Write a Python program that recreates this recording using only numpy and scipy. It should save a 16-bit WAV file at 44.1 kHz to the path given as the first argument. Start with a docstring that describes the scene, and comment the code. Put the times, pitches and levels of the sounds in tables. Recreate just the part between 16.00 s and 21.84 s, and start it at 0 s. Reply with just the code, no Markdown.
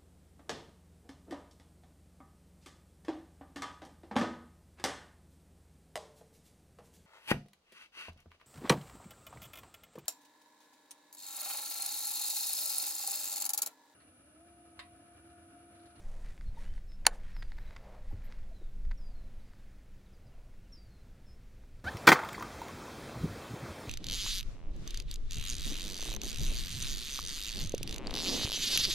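"""Angler on a salt marsh

In a boat on still water, just after a cast: sleeves rustle, the baitcasting reel snaps into gear with
one sharp clack, then ticks and squeaks as it takes up line. Bubbles plop; shifting weight bumps the
hull. Air rumbles on a body-worn microphone; birds whistle far off over a faint motor hum."""
import sys
import numpy as np
from scipy import signal
from scipy.fft import rfft, irfft
from scipy.io import wavfile
from scipy.ndimage import uniform_filter1d

SR = 44100
rng = np.random.default_rng(int(sys.argv[2]) if len(sys.argv) > 2 else 0)


def to_wav(s):
    """Save 16-bit WAV."""
    ch = np.atleast_2d(s).T  # columns
    pcm = np.round(np.clip(ch, -1, 1) * 32767)  # PCM
    wavfile.write(sys.argv[1], SR, pcm.astype(np.int16))


N = 257594
T = np.arange(N) / SR


def undb(db):
    """Decibels to gain."""
    return 10 ** (np.asarray(db) / 20)


def unit(x):
    """Scale to rms 1."""
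    return x / np.sqrt(np.mean(x ** 2))


def colour(x, spectrum):
    """Shape x by (frequency [Hz], level [dB]) points, rolling off past the ends; rms 1."""
    hz, db = np.transpose(spectrum)
    bin_hz = np.maximum(np.arange(N // 2 + 1) * SR / N, 1)
    skirts = np.minimum(bin_hz / hz[0], 1) ** 2 * np.minimum(hz[-1] / bin_hz, 1) ** 2
    gain = undb(np.interp(np.log(bin_hz), np.log(hz), db))
    return unit(irfft(rfft(x) * skirts * gain, N))


def noise():
    """White noise."""
    return rng.standard_normal(N)


def walk(rate_hz):
    """Random steps, smoothed twice; rms 1."""
    hold = max(int(SR / rate_hz), 1)
    steps = np.repeat(rng.standard_normal(N // hold + 1), hold)
    return unit(uniform_filter1d(uniform_filter1d(steps, hold), hold)[:N])


def fade(t, t60_s):
    """Exponential decay from t = 0, silent before."""
    return (t >= 0) * np.exp(-np.log(1000) * np.maximum(t, 0) / t60_s)


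def add(out, start_s, x):
    """Mix x into out at start_s."""
    i = max(int(start_s * SR), 0)
    out[i:i + len(x)] += x[:N - i]


def swells(events, db_column=2):
    """Power sum of bell curves; rows open with (centre [s], width at half height [s])."""
    bells = (undb(row[db_column]) * 0.5 ** ((2 * (T - row[0]) / row[1]) ** 2) for row in events)
    return np.sqrt(sum(bell ** 2 for bell in bells))


def marsh_air(level_db=-57.5):
    """Still open air: steady noise, mostly low."""
    # air spectrum (frequency [Hz], density [dB])
    spectrum = [(29, -27), (50, 6), (81, -3.5), (116, -3.5), (151, -12.5), (187, -10.5), (250, -14.5),
                (434, -20), (489, -19.5), (1050, -30.5), (1470, -28.5), (2620, -31.5), (2820, -34),
                (4780, -36.5), (15500, -46.5)]
    return colour(noise(), spectrum) * undb(level_db + 0.5 * walk(3.5))


def motor(speed_waver=0.0062):
    """A distant motor: its partials waver together in pitch."""
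    # hum partials (frequency [Hz], level [dB])
    partials = [(126, -73), (189.5, -72.5), (253, -77.5)]
    warped_s = np.cumsum(1 + speed_waver * walk(11)) / SR
    return sum(np.sqrt(2) * undb(db + 2 * walk(3.4)) * np.sin(2 * np.pi * hz * warped_s)
               for hz, db in partials)


def buffet(puff_gain_db=1, breeze_db=-52):
    """Slow eddies and body movement press on the microphone: puffs over a light breeze."""
    # eddy spectrum (frequency [Hz], density [dB])
    spectrum = [(4.7, -31), (8.0, -0.5), (16, 5), (26, 1), (41, -11), (157, -35.5), (200, -34.5),
                (260, -61.5), (440, -120)]
    # air puffs as the angler moves (centre [s], width [s], relative level [dB])
    puffs = [(.17, 0.28, -38), (.51, 0.15, -34.5), (.71, 0.149, -35), (1.0, 0.66, -42.5), (1.44, 0.49, -38),
             (2.13, 0.2, -38), (2.41, 0.37, -40), (2.67, 0.0998, -40.5), (2.87, 0.22, -32),
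             (3.15, 0.43, -40.5), (3.55, 0.509, -52.5)]
    eddies = colour(noise(), spectrum)
    running_rms = np.sqrt(uniform_filter1d(eddies ** 2, SR // 5))
    breeze = undb(breeze_db + 2.2 * walk(6))
    return eddies / running_rms * np.hypot(swells(puffs) * undb(puff_gain_db), breeze)


def sleeves(rub_gain_db=1.5, hiss_gain_db=2.3, grain_db=2.5):
    """Cloth slides in tiny uneven slips, with a soft low swish beneath."""
    # cloth spectra (frequency [Hz], density [dB])
    rub_spectrum = [(500, -9.5), (900, -4), (1350, -3), (1900, 2.5), (2800, -7), (4500, -11), (7000, -21.5)]
    hiss_spectrum = [(2000, -15.5), (3500, -4), (5500, 0), (9500, -1), (12000, -10), (15000, -25)]
    swish_spectrum = [(250, -25.5), (420, -8), (540, -1.5), (750, -5.5), (1100, -13), (2000, -23.5)]
    # sleeve and hand strokes (centre [s], width [s], relative rub [dB], relative hiss [dB])
    strokes = [(.12, 0.65, -73.5, -75.5), (.28, 0.0816, -65.5, -81), (.63, 0.12, -64, -73.5),
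               (.76, .08, -71, -77), (1.147, .045, -67, -71), (1.3, 0.22, -66.5, -85.5),
               (1.48, 0.175, -72, -85), (1.68, 0.208, -67, -89.5), (1.89, 0.227, -72, -89.5),
               (2.12, 0.15, -71, -84), (2.31, 0.2, -67, -86), (3.6, 0.477, -77.5, -91.5)]
    # low swishes (centre [s], width [s], level [dB])
    swishes = [(.13, 0.338, -65), (.6, 0.19, -66.5), (1.12, .13, -60), (1.73, .22, -66.5),
               (1.91, .17, -57.5), (2.25, 0.7, -70), (3.2, 0.546, -72), (4.35, .26, -70.5)]
    slips = unit(undb(grain_db * walk(500)))
    rub = colour(noise() * slips, rub_spectrum) * swells(strokes) * undb(rub_gain_db)
    hiss = colour(noise() * slips, hiss_spectrum) * swells(strokes, db_column=3) * undb(hiss_gain_db)
    swish = colour(noise(), swish_spectrum) * swells(swishes) * undb(1.1 * walk(30))
    return rub + hiss + swish


def ticks(tilt_per_octave=0.27, detune_spread=0.04, rise_s=0.000082, lowpass_hz=7500):
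    """Light contacts briefly ring the reel's side plate, each with its own brightness."""
    # reel and grip contacts (time [s], relative level [dB], brightness [dB])
    contacts = [(0.319, -56.5, -4), (0.378, -44.5, -20), (0.4108, -44, -10), (0.7385, -50.5, 7),
                (0.779, -48, -32), (0.9193, -49.5, 1), (1.052, -34, -7), (1.0549, -29, -13),
                (1.093, -46, -8.5), (1.3659, -39.5, -11), (1.4244, -38.5, -4), (1.4279, -34.5, 0),
                (1.5197, -41, -13), (1.583, -44.5, -20), (1.5863, -41, -15.5), (1.7083, -43, -10.5),
                (1.7637, -39.5, -16), (1.767, -39, -9), (2.3239, -40.5, -6), (2.852, -48.5, -2),
                (2.9129, -38, -15.5), (2.9175, -39.5, -11), (3.535, -53, -22.5), (4.539, -56, -18),
                (5.637, -54, -22), (5.799, -55, -10)]
    # side plate modes (frequency [Hz], relative level [dB], t60 [s])
    modes = [(935, -10, 0.012), (1587, 0, 0.0061), (1950, 0.5, .009), (3601.7, -0.5, .004),
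             (4570, -0.5, 0.0045), (6800, -8, 0.004), (9400, -9.5, 0.0028)]
    t, out = T[:SR // 30], np.zeros(N)
    hz, mode_db, t60_s = np.transpose(modes)[:, :, None]
    for start_s, db, bright_db in contacts:
        detune, phase = rng.standard_normal((2, len(hz), 1))
        gains = undb(mode_db + tilt_per_octave * bright_db * np.log2(hz / hz[0]))
        tones = np.sin(2 * np.pi * hz * (1 + detune_spread * detune) * t + phase)
        ring = np.sum(gains * fade(t, t60_s) * tones, axis=0) * (1 - np.exp(-t / rise_s))
        add(out, start_s, undb(db) * ring / np.abs(ring).max())
    return signal.sosfilt(signal.butter(2, lowpass_hz, fs=SR, output="sos"), out)


def echoes(x, boat_gain_db=-45.5, bank_gain_db=-63, bank_delay_s=0.039, bank_lowpass_hz=2200):
    """Quick scatter off boat and angler, then a soft, duller echo from the grass bank."""
    # boat echo spectrum (frequency [Hz], density [dB])
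    spectrum = [(150, 3), (350, 5.5), (550, 6.5), (850, -2.5), (1400, 0), (2200, -5), (4000, -16.5),
                (7000, -15), (9500, -19), (13000, -22)]
    scatter = colour(noise(), spectrum)
    dull = signal.sosfilt(signal.butter(1, bank_lowpass_hz, fs=SR, output="sos"), scatter)
    boat = scatter * fade(T - 0.003, t60_s=0.075)
    bank = dull * fade(T - bank_delay_s, t60_s=0.2) * (1 - fade(T - bank_delay_s, t60_s=0.046))
    response = undb(boat_gain_db) * boat + undb(bank_gain_db) * bank
    return signal.fftconvolve(x, response[:SR])[:N]


def whistle(notes, waver, waver_hz, flutter_db=3, octave_db=-26, edge_s=0.0047):
    """Each bird note slides along an arc, swells quickly and fades, fluttering in the air."""
    out = np.zeros(N)
    pitch_drift = 1 + waver * walk(waver_hz)
    drift_db = flutter_db * walk(90)
    for start_s, length_s, start_hz, end_hz, sag_hz, db in notes:
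        on = (T >= start_s) & (T < start_s + length_s)
        progress = (T[on] - start_s) / length_s
        slide = progress ** 0.65  # fastest at first
        hz = start_hz + (end_hz - start_hz) * slide - sag_hz * (1 - (2 * slide - 1) ** 2)
        phase = 2 * np.pi * np.cumsum(hz * pitch_drift[on]) / SR
        tone = np.sin(phase) + undb(octave_db) * np.sin(2 * phase)
        swell_db = np.interp(progress, [0, 0.264, 1], [-6, 0, -7.5])
        edges = np.clip(np.minimum(progress, 1 - progress) * length_s / edge_s, 0, 1)
        out[on] += np.sqrt(2) * edges * undb(db + swell_db + drift_db[on]) * tone
    return out


def birds(chip_gain_db=-1.65, far_chips_per_s=3.6, far_hz=2980, far_length_s=0.05, echo_db=-13):
    """Nearly pure whistles and hoarser far-off chips, scattered by the grass."""
    # whistles (time [s], length [s], start [Hz], end [Hz], mid-glide sag [Hz], level [dB])
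    notes = [(.455, 0.065, 4300, 4120, -1.5, -70), (.635, 0.147, 2513, 3050, -230, -75),
             (.875, 0.089, 5480, 5320, 138, -70.5), (1.335, .15, 5710, 4700, 148, -69.5),
             (1.505, 0.057, 4370, 4130, 19, -76), (1.61, 0.16, 4200, 3840, 58, -76),
             (2.52, .12, 4240, 3680, -88, -77.5), (2.635, .085, 3640, 3500, -30, -77.5),
             (2.972, .16, 5900, 4782, 310, -68), (3.105, .19, 4530, 4000, 70, -78.5),
             (4.72, 0.043, 5900, 5150, 60, -56), (4.748, 0.13, 5040, 4560, 40, -70),
             (4.88, .16, 4410, 4060, 19.5, -77), (5.258, .1, 5656, 5410, 360, -70)]
    # falling chips (time [s], start [Hz], end [Hz], length [s], relative level [dB])
    timed_chips = [(0.556, 3810, 3450, .05, -74), (1.233, 3303, 3156, 0.0483, -75),
                   (3.387, 4250, 3540, .04, -76), (3.448, 5031, 4598, 0.056, -76),
                   (4.057, 4251, 3320, 0.032, -75.5), (4.128, 5370, 4590, 0.0415, -75.5),
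                   (4.263, 5170, 4600, .033, -73), (4.316, 3210, 2402, 0.051, -76),
                   (4.64, 3270, 2643, 0.0463, -78)]
    chips = [(start_s, length_s, start_hz, end_hz, 0, db)
             for start_s, start_hz, end_hz, length_s, db in timed_chips]
    # birds farther out chip at random
    for when, pitch, faintness in rng.random((int(far_chips_per_s * N / SR), 3)):
        hz = far_hz * 2 ** (pitch - 0.5)
        chips.append((when * N / SR, far_length_s, hz, 0.82 * hz, 0, -79 - 4 * faintness))
    calls = whistle(notes, waver=0.006, waver_hz=150)
    calls += undb(chip_gain_db) * whistle(chips, waver=0.016, waver_hz=1201.2)
    grass = (noise() * fade(T - 0.012, t60_s=0.2))[:SR]
    return calls + undb(echo_db) * signal.fftconvolve(calls, grass / np.linalg.norm(grass))[:N]


def plops(rise_s=0.0061):
    """Bubbles at the waterline: damped tones gliding up or down."""
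    # bubbles (time [s], level [dB], start pitch [Hz], t60 [s], glide [octaves/s])
    bubbles = [(.571, -41, 884, 0.063, 5.5), (2.108, -46, 845, .06, -7.5), (2.512, -48.5, 660.4, 0.068, -2)]
    t, out = T[:SR // 5], np.zeros(N)
    for start_s, db, hz, t60_s, glide in bubbles:
        phase = 2 * np.pi * np.cumsum(hz * 2 ** (glide * t)) / SR
        add(out, start_s, undb(db) * np.sin(phase) * fade(t, t60_s) * (1 - np.exp(-t / rise_s)))
    return out


def metal_ring():
    """Friction makes a small metal ring, the line guide or lure, sing in thin, scratchy squeaks."""
    # ring modes (frequency [Hz], bandwidth [Hz], relative level [dB])
    modes = [(12550, 130, 2), (13300, 150, -3.5), (14700, 200, -7.5)]
    # squeaks (time [s], length [s], level [dB])
    squeaks = [(.575, .04, -82), (1.358, 0.102, -79), (1.555, 0.164, -82), (2.096, 0.077, -79),
               (2.235, 0.052, -71)]
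    friction = noise()
    ring = sum(undb(db) * signal.lfilter(*signal.iirpeak(hz, hz / width_hz, SR), friction)
               for hz, width_hz, db in modes)
    envelope = sum(undb(db) * np.sin(np.pi * np.sqrt(np.clip((T - start_s) / length_s, 0, 1)))
                   for start_s, length_s, db in squeaks)
    return unit(ring) * envelope


def clack(rise_s=0.00054, lowest_mode_lag_s=0.00132, crack_gain_db=-13):
    """The clutch strikes the reel's frame; bending waves bring the low modes slightly later."""
    # frame modes (frequency [Hz], relative level [dB], t60 [s])
    modes = [(550, -14, 0.017), (699, -17, 0.015), (856, -5.5, 0.021), (1090, -15, 0.021),
             (1475, -10.5, 0.013), (1780, -4, 0.012), (2260, -8.5, 0.015), (2700, -10.5, 0.012),
             (3030, -5.5, 0.011), (3626, -15.5, 0.016), (4159, -1.49, 0.012), (4604, 3, 0.008),
             (5540, -6.5, 0.0088), (6091, -3.5, 0.01), (6940, -1.3, 0.011), (7380, -3, 0.0087),
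             (8094, -9, 0.0077), (8623, -12.5, 0.014), (9233, 2.5, 0.0091), (9760, -1.5, 0.012),
             (10450, -9.0, 0.012), (10900, -13, 0.012), (12250, -14.5, 0.01), (13800, -10, 0.0065),
             (15600, -13.5, 0.009)]
    # impact noise spectrum (frequency [Hz], density [dB])
    crack_spectrum = [(300, -11), (800, -0.5), (2000, 1.5), (4500, -6), (9500, -10), (12000, -10.5),
                      (16000, -15)]
    # clutch trips, then slams home (time [s], gain [dB])
    strikes = [(1.064, -28), (1.066, -7.5)]
    t, out = T[:SR // 10], np.zeros(N)
    ring = 0
    for k, (hz, db, t60_s) in enumerate(modes):
        age_s = np.maximum(t - lowest_mode_lag_s * np.sqrt(modes[0][0] / hz), 0)
        envelope = fade(age_s, t60_s) * (1 - np.exp(-age_s / rise_s))
        ring += (-1) ** k * undb(db) * np.sin(2 * np.pi * hz * age_s) * envelope
    crack = colour(noise(), crack_spectrum)[:len(t)] * fade(t, t60_s=0.021) * (1 - np.exp(-t / rise_s))
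    for start_s, db in strikes:
        add(out, start_s, undb(db) * (ring + undb(crack_gain_db) * crack))
    return out


def hull():
    """Shifting weight bumps the boat: a decaying noise band stands for its dense panel modes."""
    # dull bumps (time [s], level [dB], centre [Hz], t60 [s])
    bumps = [(2.125, -36, 83, 0.26), (2.123, -52.5, 350, 0.102), (2.613, -47, 323, 0.052)]
    out = np.zeros(N)
    for start_s, db, hz, t60_s in bumps:
        panels = colour(noise(), [(hz / 2, -12), (hz, 0), (2 * hz, -16)])
        attack = 1 - fade(T - start_s, t60_s=0.0117)
        out += undb(db) * attack * fade(T - start_s, t60_s) * panels
    return out


def scene():
    """All sources centred; only a faint hiss differs between channels."""
    reel = clack() + ticks()
    mid = reel + echoes(reel) + sleeves() + metal_ring() + plops() + hull()
    mid = mid + birds() + buffet() + marsh_air() + motor()
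    hiss = undb(-88.5) * colour(noise(), [(200, -3.5), (2000, -6), (9000, 0.5), (13000, -3.5)])
    return np.array([mid + hiss, mid - hiss])


def record(dry):
    """Soft clip, then a steep low-pass."""
    cutoff_hz = 15800
    return signal.sosfilt(signal.ellip(8, 0.2, 70, cutoff_hz, fs=SR, output="sos"), np.tanh(dry))


dry = scene()
out = record(dry)
to_wav(out)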